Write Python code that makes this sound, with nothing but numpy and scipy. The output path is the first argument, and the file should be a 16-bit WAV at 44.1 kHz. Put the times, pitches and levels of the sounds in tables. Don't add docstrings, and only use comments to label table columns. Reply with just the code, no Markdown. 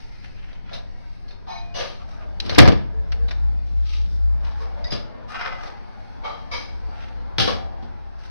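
import sys
import numpy as np
from scipy import signal
from scipy.fft import rfft, irfft, next_fast_len
from scipy.io import wavfile
from scipy.ndimage import uniform_filter1d, map_coordinates

SR = 44100
rng = np.random.default_rng(int(sys.argv[2]) if len(sys.argv) > 2 else 0)


def to_wav(s):
    ch = np.atleast_2d(s).T
    pcm = np.round(np.clip(ch, -1, 1) * 32767)
    wavfile.write(sys.argv[1], SR, pcm.astype(np.int16))


N = 366030
TIME = np.arange(N) / SR

# start_s, crack_db, clack_db, thud_db, t60_s (of the crack)
BLOWS = [(2.522, -41.5, -29.5, -25.5, 0.11), (2.5816, -19, -13, 1.5, 0.094), (2.5849, 1.5, -1, 1, 0.042),
         (2.6, -11.5, -7.5, -6, 0.059), (2.6185, -19, -12.5, -7, 0.075), (2.631, -27.5, -16, -11, 0.075),
         (2.655, -25.5, -12.5, -11.5, 0.065), (2.6772, -18.5, -11, -1.5, 0.042),
         (2.685, -19.5, -13.5, -5, 0.055), (2.7204, -29, -26, -7.5, 0.062),
         (4.449, -42.5, -58.5, -46.5, 0.062), (4.921, -28, -31, -26, 0.28),
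         (6.885, -71.5, -64.5, -34, 0.041), (7.3827, -13, -29, -18.5, 0.087),
         (7.399, -14, -28.5, -19.5, 0.32), (7.4749, -24, -23, -25.5, 0.31), (7.825, -52, -61, -32.5, 0.28)]
# frequency_hz, level_db
CRACK_SPECTRUM = [(300, 0), (1200, -1), (2400, -1), (3100, 1.5), (4000, 3.5), (5200, -0.5), (7000, -9.5),
                  (15000, -7.5)]
# frequency_hz, width_hz, level_db
BOARD_MODES = [(478, 59, 0.5), (575, 54, 2.5), (724, 23, 2), (980, 130, -9), (1210, 39, -4.5),
               (1710, 78, -9), (2240, 120, -12)]
# frequency_hz, width_hz, level_db
BENCH_MODES = [(45, 26, -10), (82.7, 20, 6.5), (115, 24, -2), (197, 22, -2.5), (228, 28, -5.5),
               (300, 26, -7.5), (334, 24, -7), (443, 72, -10)]


def blows(room_db=-12, thud_life=1.91, clack_life=1.47, modes_db=5):
    out, t = np.zeros((2, N)), TIME[:SR // 2]
    plastic = crowded(colour(CRACK_SPECTRUM), modes_db, spacing_hz=70.5)
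    board = body(BOARD_MODES)
    bench = lambda hz: body(BENCH_MODES)(hz) / np.hypot(1, (hz / 700) ** 2)
    for start_s, crack_db, clack_db, thud_db, t60_s in BLOWS:
        crack = field(plastic, size=len(t)) * amp(crack_db - 60 * t / t60_s)
        clack = field(board, size=len(t)) * amp(clack_db - 60 * t / (t60_s * clack_life))
        thud = field(bench, size=len(t)) * amp(thud_db - 60 * t / (t60_s * thud_life))
        thud = thud * (1 - np.exp(-t / 0.00033))
        add(out, start_s, crack + clack + thud)
    return out + amp(room_db) * room(out)


SLIP_START_S, SLIP_END_S = 2.406, 2.585
SLIP_DB, SLIP_GROWS_DB_PER_S, SLIP_ATTACK_S = -41.5, 49, 0.025


def slip(judder_db=10.5):
    scrape = field(crowded(colour(CRACK_SPECTRUM), depth_db=-3.5, spacing_hz=147.0))
    scrape = scrape * catches(rate_hz=230, life_s=0.0014, share=0.6)
    judder = amp(judder_db) * field(body(BENCH_MODES))
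    t = np.clip(TIME - SLIP_START_S, 0, SLIP_END_S - SLIP_START_S)
    growth = (1 - np.exp(-t / SLIP_ATTACK_S)) * amp(SLIP_DB + SLIP_GROWS_DB_PER_S * t)
    return (TIME < SLIP_END_S) * growth * (scrape + judder)


# start_s, level_db
TAPS = [(2.4938, -24), (2.509, -26.5), (2.556, -23.5), (2.585, 0), (2.604, -14.5), (2.685, -20),
        (2.7192, -27.5), (3.121, -29.5), (3.285, -35), (3.309, -29), (4.469, -51), (4.655, -53)]
# frequency_hz, width_hz, level_db
TAP_MODES = [(1520, 165.5, 3), (1920, 270, 2.2), (2280, 160, 3.6), (2756, 250, 1)]


def taps(t60_s=0.051, attack_s=0.0021, room_db=-10):
    out, t = np.zeros((2, N)), TIME[:SR // 4]
    for start_s, level_db in TAPS:
        envelope = amp(level_db - 60 * t / t60_s) * (1 - np.exp(-t / attack_s))
        add(out, start_s, field(body(TAP_MODES), size=len(t)) * envelope)
    return out + amp(room_db) * room(out)


# start_s, level_db, knock_db (relative to the click), t60_s (of the click), room_db
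TICKS = [(0.135, -51, -8, 0.055, -15), (0.529, -39, 1, 0.061, -26), (1.281, -38.5, -18, 0.1, -7),
         (1.307, -36, -3.5, 0.091, -4.5), (2.4005, -9.5, -34, 0.029, -13.5),
         (2.4605, -19.5, -11, 0.029, -8), (2.494, -13, -1, 0.037, -9), (2.547, -14, -13, 0.031, -11),
         (3.119, -22.5, -5, 0.043, -9), (3.281, -30, -3, 0.1, -3.5), (3.308, -26, 2, 0.06, -6.5),
         (4.405, -47.5, 13, 0.064, -2), (4.508, -42.5, -8, 0.11, 1.5), (4.841, -27, -4, 0.036, -8),
         (4.869, -32.5, 2.5, 0.08, 3.5), (4.905, -25, -4, 0.062, 4), (5.444, -34.5, 12, 0.06, 6),
         (5.635, -38.5, 17.5, 0.044, -4), (5.669, -35.5, 7, 0.095, -7)]
# frequency_hz, level_db
TICK_SPECTRUM = [(300, -62.5), (1500, -7), (2800, -7), (3900, 0.5), (4700, -1), (5400, -3), (7000, -15),
                 (15000, -12.5)]


def ticks(trim_db=-6, knock_trim_db=-3, knock_life=1.76, modes_db=6, attack_s=0.0043):
    dry, sent, t = np.zeros((2, N)), np.zeros((2, N)), TIME[:SR // 4]
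    for start_s, level_db, knock_db, t60_s, room_db in TICKS:
        hard = crowded(colour(TICK_SPECTRUM), modes_db, spacing_hz=177.2)
        click = field(hard, size=len(t)) * amp(-60 * t / t60_s)
        knock = field(body(BOARD_MODES), size=len(t))
        knock = knock * amp(knock_db + knock_trim_db - 60 * t / (t60_s * knock_life))
        onset = 1 - np.exp(-t / (attack_s * amp(room_db)))
        sound = amp(level_db + trim_db) * (click + knock) * onset
        add(dry, start_s, sound)
        add(sent, start_s, sound * amp(room_db))
    return dry + room(sent)


# peak_s, rise_s, t60_s, body_db, grit_db, surface
RASPS = [(.03, 0.08, 0.94, -59, -54, "thin"), (0.149, 0.019, 0.68, -58.5, -72, "soft"),
         (0.245, 0.014, 0.42, -51.5, -59, "thin"), (0.39, 0.034, 0.33, -56, -65, "thin"),
         (0.435, 0.018, 0.4, -53.5, -66, "thin"), (0.496, 0.012, 0.98, -53.5, -64, "thin"),
         (0.701, 0.04, 0.37, -51, -77, "soft"), (2.02, 0.029, 0.15, -50, -66, "hollow"),
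         (2.12, 0.035, 0.48, -52.5, -53, "hollow"), (2.23, 0.026, 0.21, -49.5, -78, "hollow"),
         (3.691, 0.036, 0.72, -64, -61, "bright"), (3.95, 0.084, 0.52, -45.5, -50.5, "bright"),
         (4.11, 0.029, 0.56, -79, -52, "bright"), (4.455, 0.021, 1.04, -46.5, -56, "dull"),
         (4.62, 0.043, 0.28, -49.5, -52, "dull"), (5.297, 0.013, 0.84, -42.5, -45.5, "coarse"),
         (5.365, .03, 0.53, -33, -63, "coarse"), (5.415, .018, 0.4, -32, -64, "coarse"),
         (5.447, .018, 0.75, -33, -56, "coarse"), (5.66, 0.073, 0.36, -47, -49.5, "coarse"),
         (7.03, 0.086, 0.55, -49, -57, "soft"), (8.27, 0.093, 0.8, -55, -55, "soft")]
RUB_HUMPS = {"thin": (1970, 2100), "hollow": (2400, 1200), "bright": (3430, 5000), "dull": (1400, 2900),
             "coarse": (1200, 2140), "soft": (1900, 3200)}
RASP_PEAKS = {"thin": [(730, 420, -2), (1410, 54, -13), (2740, 41, 1.5), (3060, 82, 0)],
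              "hollow": [(716, 55, 12.5), (1207, 84, 12), (1883, 44, -9)], "bright": [(1240, 48, 0.5),
              (2320, 62, -1), (2780, 98, 1)], "dull": [(465, 110, -3), (930, 35, 15.5), (1140, 47, 11.5),
              (1600, 140, -1)], "coarse": [(762, 81, 6), (1215, 40, 4), (1265, 99, 7), (1540, 23, 4),
              (1730, 35, -1), (2090, 110, -6), (2450, 49, 1), (2820, 39, -3), (3230, 70, -6.5),
              (5080, 180, -8.5)], "soft": [(900, 114, 3), (1400, 75, 10.5), (2380, 135, -1)]}
# frequency_hz, level_db
GRIT_SPECTRUM = [(1000, -16), (2500, -17.5), (3900, 4.5), (4750, 2.5), (5250, 3), (5800, 3), (15000, -3)]


def rasps(body_trim_db=3, grit_trim_db=2.5, grip_db=0.54, resonance_db=1, modes_db=5):
    out, t = np.zeros((2, N)), TIME[:SR]
    for peak_s, rise_s, t60_s, body_db, grit_db, name in RASPS:
        start_s = max(peak_s - 2 * rise_s, 0)
        since_peak = start_s + t - peak_s
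        swell, decay = np.exp(-(since_peak / rise_s) ** 2), amp(-60 * abs(since_peak) / t60_s)
        stroke = np.where(since_peak < 0, swell, decay)
        hump, peaks = body([(*RUB_HUMPS[name], 0)]), body(RASP_PEAKS[name])
        surface = lambda hz: np.hypot(hump(hz) ** 3, amp(resonance_db) * peaks(hz))
        rub = field(crowded(surface, modes_db, spacing_hz=49.3), size=SR)
        grit = field(crowded(colour(GRIT_SPECTRUM), modes_db, spacing_hz=120.8), size=SR)
        rubbing = amp(body_db + body_trim_db) * rub + amp(grit_db + grit_trim_db) * grit
        add(out, start_s, stroke * rubbing)
    return out * catches() * amp(grip_db * wobble(30))


SQUEAK_START_S, SQUEAK_END_S, SQUEAK_DAMPED_S = 1.478, 1.583, 1.727
# pitch_hz, level_db, t60_s, roughness (0 to 1)
SQUEAK_PARTIALS = [(692, -42, 2.4, 0.1), (777, -43, 0.35, 0.3), (896, -43.5, 0.28, 0.4),
                   (1790, -55, 0.3, 0.4), (2218, -51, 0.37, 0.7), (2460, -50, 2.6, 0.1),
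                   (3130, -60, 0.4, 0.8), (3994, -48.5, 0.42, 0.65), (4940, -51.5, 0.26, 0.5),
                   (5905, -51, 0.32, 0.2)]


def squeak(rise_s=0.012, damped_t60_s=0.2, jitter=0.012, scrape_db=7.0):
    out, t = np.zeros((2, N)), TIME[:SR]
    free, damped = (np.maximum(SQUEAK_START_S + t - s, 0) for s in (SQUEAK_END_S, SQUEAK_DAMPED_S))
    friction = amp(-60 * free / 0.3)
    for pitch_hz, level_db, t60_s, roughness in SQUEAK_PARTIALS:
        shake, grip = (wobble(rate, size=SR) * friction * roughness for rate in (150, 70))
        turns = np.cumsum(pitch_hz * (1 + jitter * shake)) / SR + arrival()
        loss_db = 60 * (free / t60_s + damped / damped_t60_s)
        level = amp(level_db + scrape_db * grip - loss_db) * (1 - np.exp(-t / rise_s))
        add(out, SQUEAK_START_S, level * np.sin(2 * np.pi * turns))
    return out


# start_s, pitch_hz, level_db, t60_s
PINGS = [(1.279, 4280, -50, 0.32), (1.547, 4190, -46, 0.13), (1.579, 3880, -42, 0.076),
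         (1.581, 4830, -46, 0.06), (1.607, 4070, -46, 0.08), (2.401, 4000, -15.5, 0.03),
         (2.496, 4200, -23, 0.062), (2.93, 440, -47.5, 1), (3.14, 464.7, -42, 0.74),
         (4.841, 4870, -32, 0.12), (4.868, 4850, -36, 0.08), (4.841, 3820, -41, 0.11),
         (4.847, 1960, -36.5, 0.13), (4.905, 4940, -30, 0.12), (4.922, 4935, -30.5, 0.28),
         (5.41, 2024, -38, 0.88), (5.47, 2120, -41, 0.46), (6.921, 1356, -44, 0.28),
         (7.474, 514, -21.5, 0.15), (7.478, 1120, -25, 0.23), (7.385, 776, -32.5, 1),
         (7.385, 117.5, -22, 0.23), (7.826, 235, -37.5, 0.17)]


def pings(flutter=0.85, width_hz=10, treble_widening=0.016):
    out, t = np.zeros((2, N)), TIME[:SR]
    for start_s, pitch_hz, level_db, t60_s in PINGS:
        echoes = field(body([(pitch_hz, width_hz + treble_widening * pitch_hz, 0)]), size=SR)
        tone = np.sin(2 * np.pi * (pitch_hz * t + arrival())) + flutter * echoes
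        add(out, start_s, tone * amp(level_db - 60 * t / t60_s) * (1 - np.exp(-t / 0.0023)))
    return out


# start_s, clack_db, crack_db, ring_db, rise_s, t60_s
KNOCKS = [(0.711, -42.5, -50, -39, 0.0048, 0.59), (0.728, -53, -37, -41.5, 0.006, 0.26),
          (1.464, -62, -47, -34.5, 0.024, 0.63), (1.739, -38, -33, -32, 0.018, 0.47),
          (1.780, -32, -33, -29.5, 0.014, 0.5), (4.588, -51, -63, -39, 0.025, 0.53),
          (4.755, -51.5, -76, -39, 0.017, 1), (6.234, -38.5, -45, -29, 0.013, 0.68),
          (6.511, -36.5, -34.5, -29, 0.015, 0.52)]
# pitch_hz, level_db
KNOCK_RINGS = [
    [(580, 9), (684, 13), (760, 0), (890, -12), (1406, -1), (1676, -4)],
    [(2750, 0), (3580, -3), (3775, 3), (3994, 5), (5400, -14)],
    [(743, 7.5), (791, -2), (899, 5), (1066, 0.5), (1222, -4.5), (1814, -11)],
    [(690, -5), (2900, -11.5), (4950, -17.5), (5950, -11)],
    [(500, 9), (555, 4), (607, 4.5), (1170, -7), (1700, -6), (2100, -6)],
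    [(463, 9), (894, -7), (1098, 3), (2234, -14.5), (5200, -12.5)],
    [(587, 5), (673, -2), (899, -7), (2105, -16)],
    [(581, 3.5), (754, -2), (883, 5.5), (1170, 2.5), (1250, 2), (2230, -3.5), (3180, -7), (3950, -13)],
    [(953, -1.5), (1175, -0.5), (2130, -20), (2236, 2.5), (3190, -9), (3990, -9), (4780, -9), (5000, -4),
     (5930, -8.5)],
]
RING_WIDENING = 0.008


def knocks(ring_width_hz=24, trim_db=2, modes_db=5, ring_loss_db_per_s=20):
    out, t = np.zeros((2, N)), TIME[:SR]
    for (start_s, clack_db, crack_db, ring_db, rise_s, t60_s), ring_modes in zip(KNOCKS, KNOCK_RINGS):
        modes = [(hz, ring_width_hz + RING_WIDENING * hz, db) for hz, db in ring_modes]
        ring = amp(ring_db - ring_loss_db_per_s * t) * field(body(modes), size=SR)
        board = crowded(body(BOARD_MODES), modes_db, spacing_hz=45.4)
        clack = amp(clack_db) * field(board, size=SR)
        plastic = crowded(colour(CRACK_SPECTRUM), modes_db, spacing_hz=80.3)
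        crack = amp(crack_db) * field(plastic, size=SR)
        fade = amp(trim_db - 60 * np.maximum(t - 2 * rise_s, 0) / t60_s)
        add(out, start_s, (ring + clack + crack) * (1 - np.exp(-t / rise_s)) * fade)
    return out


MOTOR_HZ, MOTOR_CLIMB_HZ_PER_S = 54.5, 0.82
# peak_s, level_db, rise_s, fall_s
MOTOR_SWELLS = [(4.1, -20.5, 1.42, 0.6), (7.2, -33.5, 0.92, 1.3)]


def motor(waver_db=4.0, third_db=-28, jitter_hz=1.81):
    hz = MOTOR_HZ + MOTOR_CLIMB_HZ_PER_S * TIME + jitter_hz * wobble(29)
    phase = 2 * np.pi * np.cumsum(hz) / SR
    drone = np.sin(phase) + amp(third_db) * np.sin(3 * phase)
    return np.sqrt(2) * swells(MOTOR_SWELLS) * amp(waver_db * wobble(21)) * drone


WASH_DB, HISS_DB, RUMBLE_DB = -53, -58, -35
HISS_SWELL_DB = -18.5
RUMBLE_FOLLOWS = 0.34
# peak_s, level_db, rise_s, fall_s, hump_hz
WASH_SWELLS = [(2.3, -45.5, 0.57, 1.37, 650), (4.95, -41.5, 0.64, 0.89, 570),
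               (5.75, -45.5, 0.36, 0.68, 890), (7.298, -42.5, 1.27, 1.14, 800)]
# time_s, level_db
RUMBLE_DEPTH = [(0.0, -64), (2.84, -55.5), (3.21, -53), (4.57, -54), (5.25, -63), (7.47, -62.5),
                (8.3, -66.5)]
# time_s, level_db (relative to the rumble)
DRAUGHT = [(0, -7.5), (2.0, -13.5), (4.7, -14), (5.1, -27), (6.3, -25), (6.7, -13), (8.3, -15.5)]
# frequency_hz, level_db
RUMBLE_SPECTRUM = [(10, -1.5), (30, 5.5), (65, -6), (95, -1.5), (125, -10.5), (190, -12.5), (280, -21.5),
                   (600, -32.5), (2000, -66.5)]
WASH_SPECTRUM = [(120, -24.5), (230, 9), (290, 0.5), (380, 0.5), (560, -1), (720, 0), (870, 0.5),
                 (1080, -7.5), (1600, -8), (2300, -19.5), (4000, -24.5), (9000, -51.5)]
HISS_SPECTRUM = [(800, -15.5), (2200, 9), (3200, -3), (4600, 4), (6000, -3), (15000, 0)]


def ambience(hiss_drift_db=-2.0, hump_db=3, hump_width_hz=200):
    (depth_db,), (draught_db,) = curves(RUMBLE_DEPTH), curves(DRAUGHT)
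    rumble_db = RUMBLE_DB + RUMBLE_FOLLOWS * (depth_db - depth_db.mean()) + 1.5 * wobble(3.9)
    air = colour([(15, 0.5), (45, -9.5), (110, -20.5), (400, -57.0)])
    draught = amp(draught_db + 2.4 * wobble(3.6)) * field(air, spacing_m=17.0)
    low = amp(rumble_db) * (field(colour(RUMBLE_SPECTRUM)) + draught)

    murk = colour(WASH_SPECTRUM)
    wash = amp(WASH_DB) * patchy(field(murk), depth_db=3.5)
    for *shape, hump_hz in WASH_SWELLS:
        hump = body([(hump_hz, hump_width_hz, hump_db)])
        humped = lambda hz: murk(hz) * np.hypot(1, hump(hz))
        wash = wash + swells([shape]) * patchy(field(humped), depth_db=3.5)

    passing = swells([row[:4] for row in WASH_SWELLS])
    hiss_level = np.hypot(amp(HISS_DB), amp(HISS_SWELL_DB) * passing) * amp(hiss_drift_db * wobble(2.87))
    hiss = hiss_level * patchy(field(colour(HISS_SPECTRUM)), depth_db=3.5)
    return low + wash * amp(wobble(6.8)) + hiss


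# frequency_hz, t60_s
ROOM_DECAY = [(60, 0.92), (300, 0.47), (1200, 0.43), (5000, 0.38), (9000, 0.2), (15000, 0.37)]


def room(x):
    hz, t, z = signal.stft(field(np.ones_like, size=SR), SR, nperseg=256)
    decay = amp(-60 * t / along(ROOM_DECAY, hz)[:, None])
    tail = signal.istft(z * decay, SR, nperseg=256)[1]
    return signal.fftconvolve(x, tail / np.linalg.norm(tail[0]), axes=1)[:, :N]


def field(response, size=N, spacing_m=0.15):
    m = next_fast_len(size)
    hz = np.fft.rfftfreq(m, 1 / SR)
    alike = .99 * np.sinc(2 * hz * spacing_m / 343)
    spectra = rfft(rng.standard_normal((2, m))) * response(hz)
    common, apart = irfft(spectra * np.sqrt([1 + alike, 1 - alike]), m)[:, :size]
    return unit(np.array([common + apart, common - apart]))


def arrival():
    return rng.random() + np.array([[0], [.25]])


def catches(rate_hz=110, life_s=0.0039, share=0.48):
    little_slips = (rng.random(N) < rate_hz / SR) * rng.exponential(size=N)
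    power = signal.lfilter([1], [1, -np.exp(-1 / (life_s * SR))], little_slips)
    share = np.clip(share, 0, 1)
    return np.sqrt(1 - share + share * power / power.mean())


def body(modes):
    def response(f):
        peaks = (amp(db) * f * w / (c * c - f * f + 1j * f * w) for c, w, db in modes)
        return np.sqrt(sum(abs(peak) ** 2 for peak in peaks))
    return response


def crowded(response, depth_db, spacing_hz):
    knots = rng.standard_normal(int(SR / spacing_hz) + 4)
    ripple = lambda hz: np.tanh(map_coordinates(knots, [hz / spacing_hz]))
    return lambda hz: response(hz) * amp(depth_db * ripple(hz))


def patchy(x, depth_db):
    z = signal.stft(x, nperseg=2048)[2]
    gains = uniform_filter1d(rng.standard_normal(z.shape[1:]), size=4, axis=0)
    gains = uniform_filter1d(gains, size=7, axis=1)
    return unit(signal.istft(z * amp(depth_db * unit(gains)), nperseg=2048)[1][:, :N])


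def swells(rows):
    bell = lambda s, rise, fall: np.exp(-((TIME - s) / np.where(TIME < s, rise, fall)) ** 2)
    return sum(amp(db) * bell(s, rise, fall) for s, db, rise, fall in rows)


def wobble(rate, size=N):
    return map_coordinates(rng.standard_normal(int(size * rate / SR) + 4), [TIME[:size] * rate])


def curves(rows):
    s, *cols = np.transpose(rows)
    return [np.interp(TIME, s, c) for c in cols]


def along(points, hz):
    f, v = np.transpose(points)
    return np.interp(np.log(hz + 1), np.log(f + 1), v)


def colour(points):
    return lambda hz: amp(along(points, hz))


def amp(db):
    return 10 ** (np.asarray(db) / 20)


def unit(x):
    return x / np.sqrt(np.mean(x ** 2) + 1e-20)


def add(track, start_s, sound):
    part = track[:, round(start_s * SR):][:, :sound.shape[1]]
    part += sound[:, :part.shape[1]]


def filtered(x, response):
    m = next_fast_len(N + SR // 2)
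    return irfft(rfft(x, m) * response(np.fft.rfftfreq(m, 1 / SR)), m)[..., :N]


def scene():
    board = blows() + slip() + taps()
    tools = ticks() + rasps() + squeak() + pings()
    return board + tools + knocks() + motor() + ambience()


# frequency_hz, level_db
MIC_RESPONSE = [(5500, 0), (6400, -7), (7000, -33.5), (8200, -16), (11000, -23.5), (15000, -37.5)]
TOP_HZ = 15400


def record(dry, left_db=1, right_db=-1):
    gains = np.array([[amp(left_db)], [-amp(right_db)]])
    wired = filtered(dry, colour(MIC_RESPONSE)) * gains
    return filtered(np.clip(wired, -1, 1), lambda hz: hz < TOP_HZ)


dry = scene()
out = record(dry)
to_wav(out)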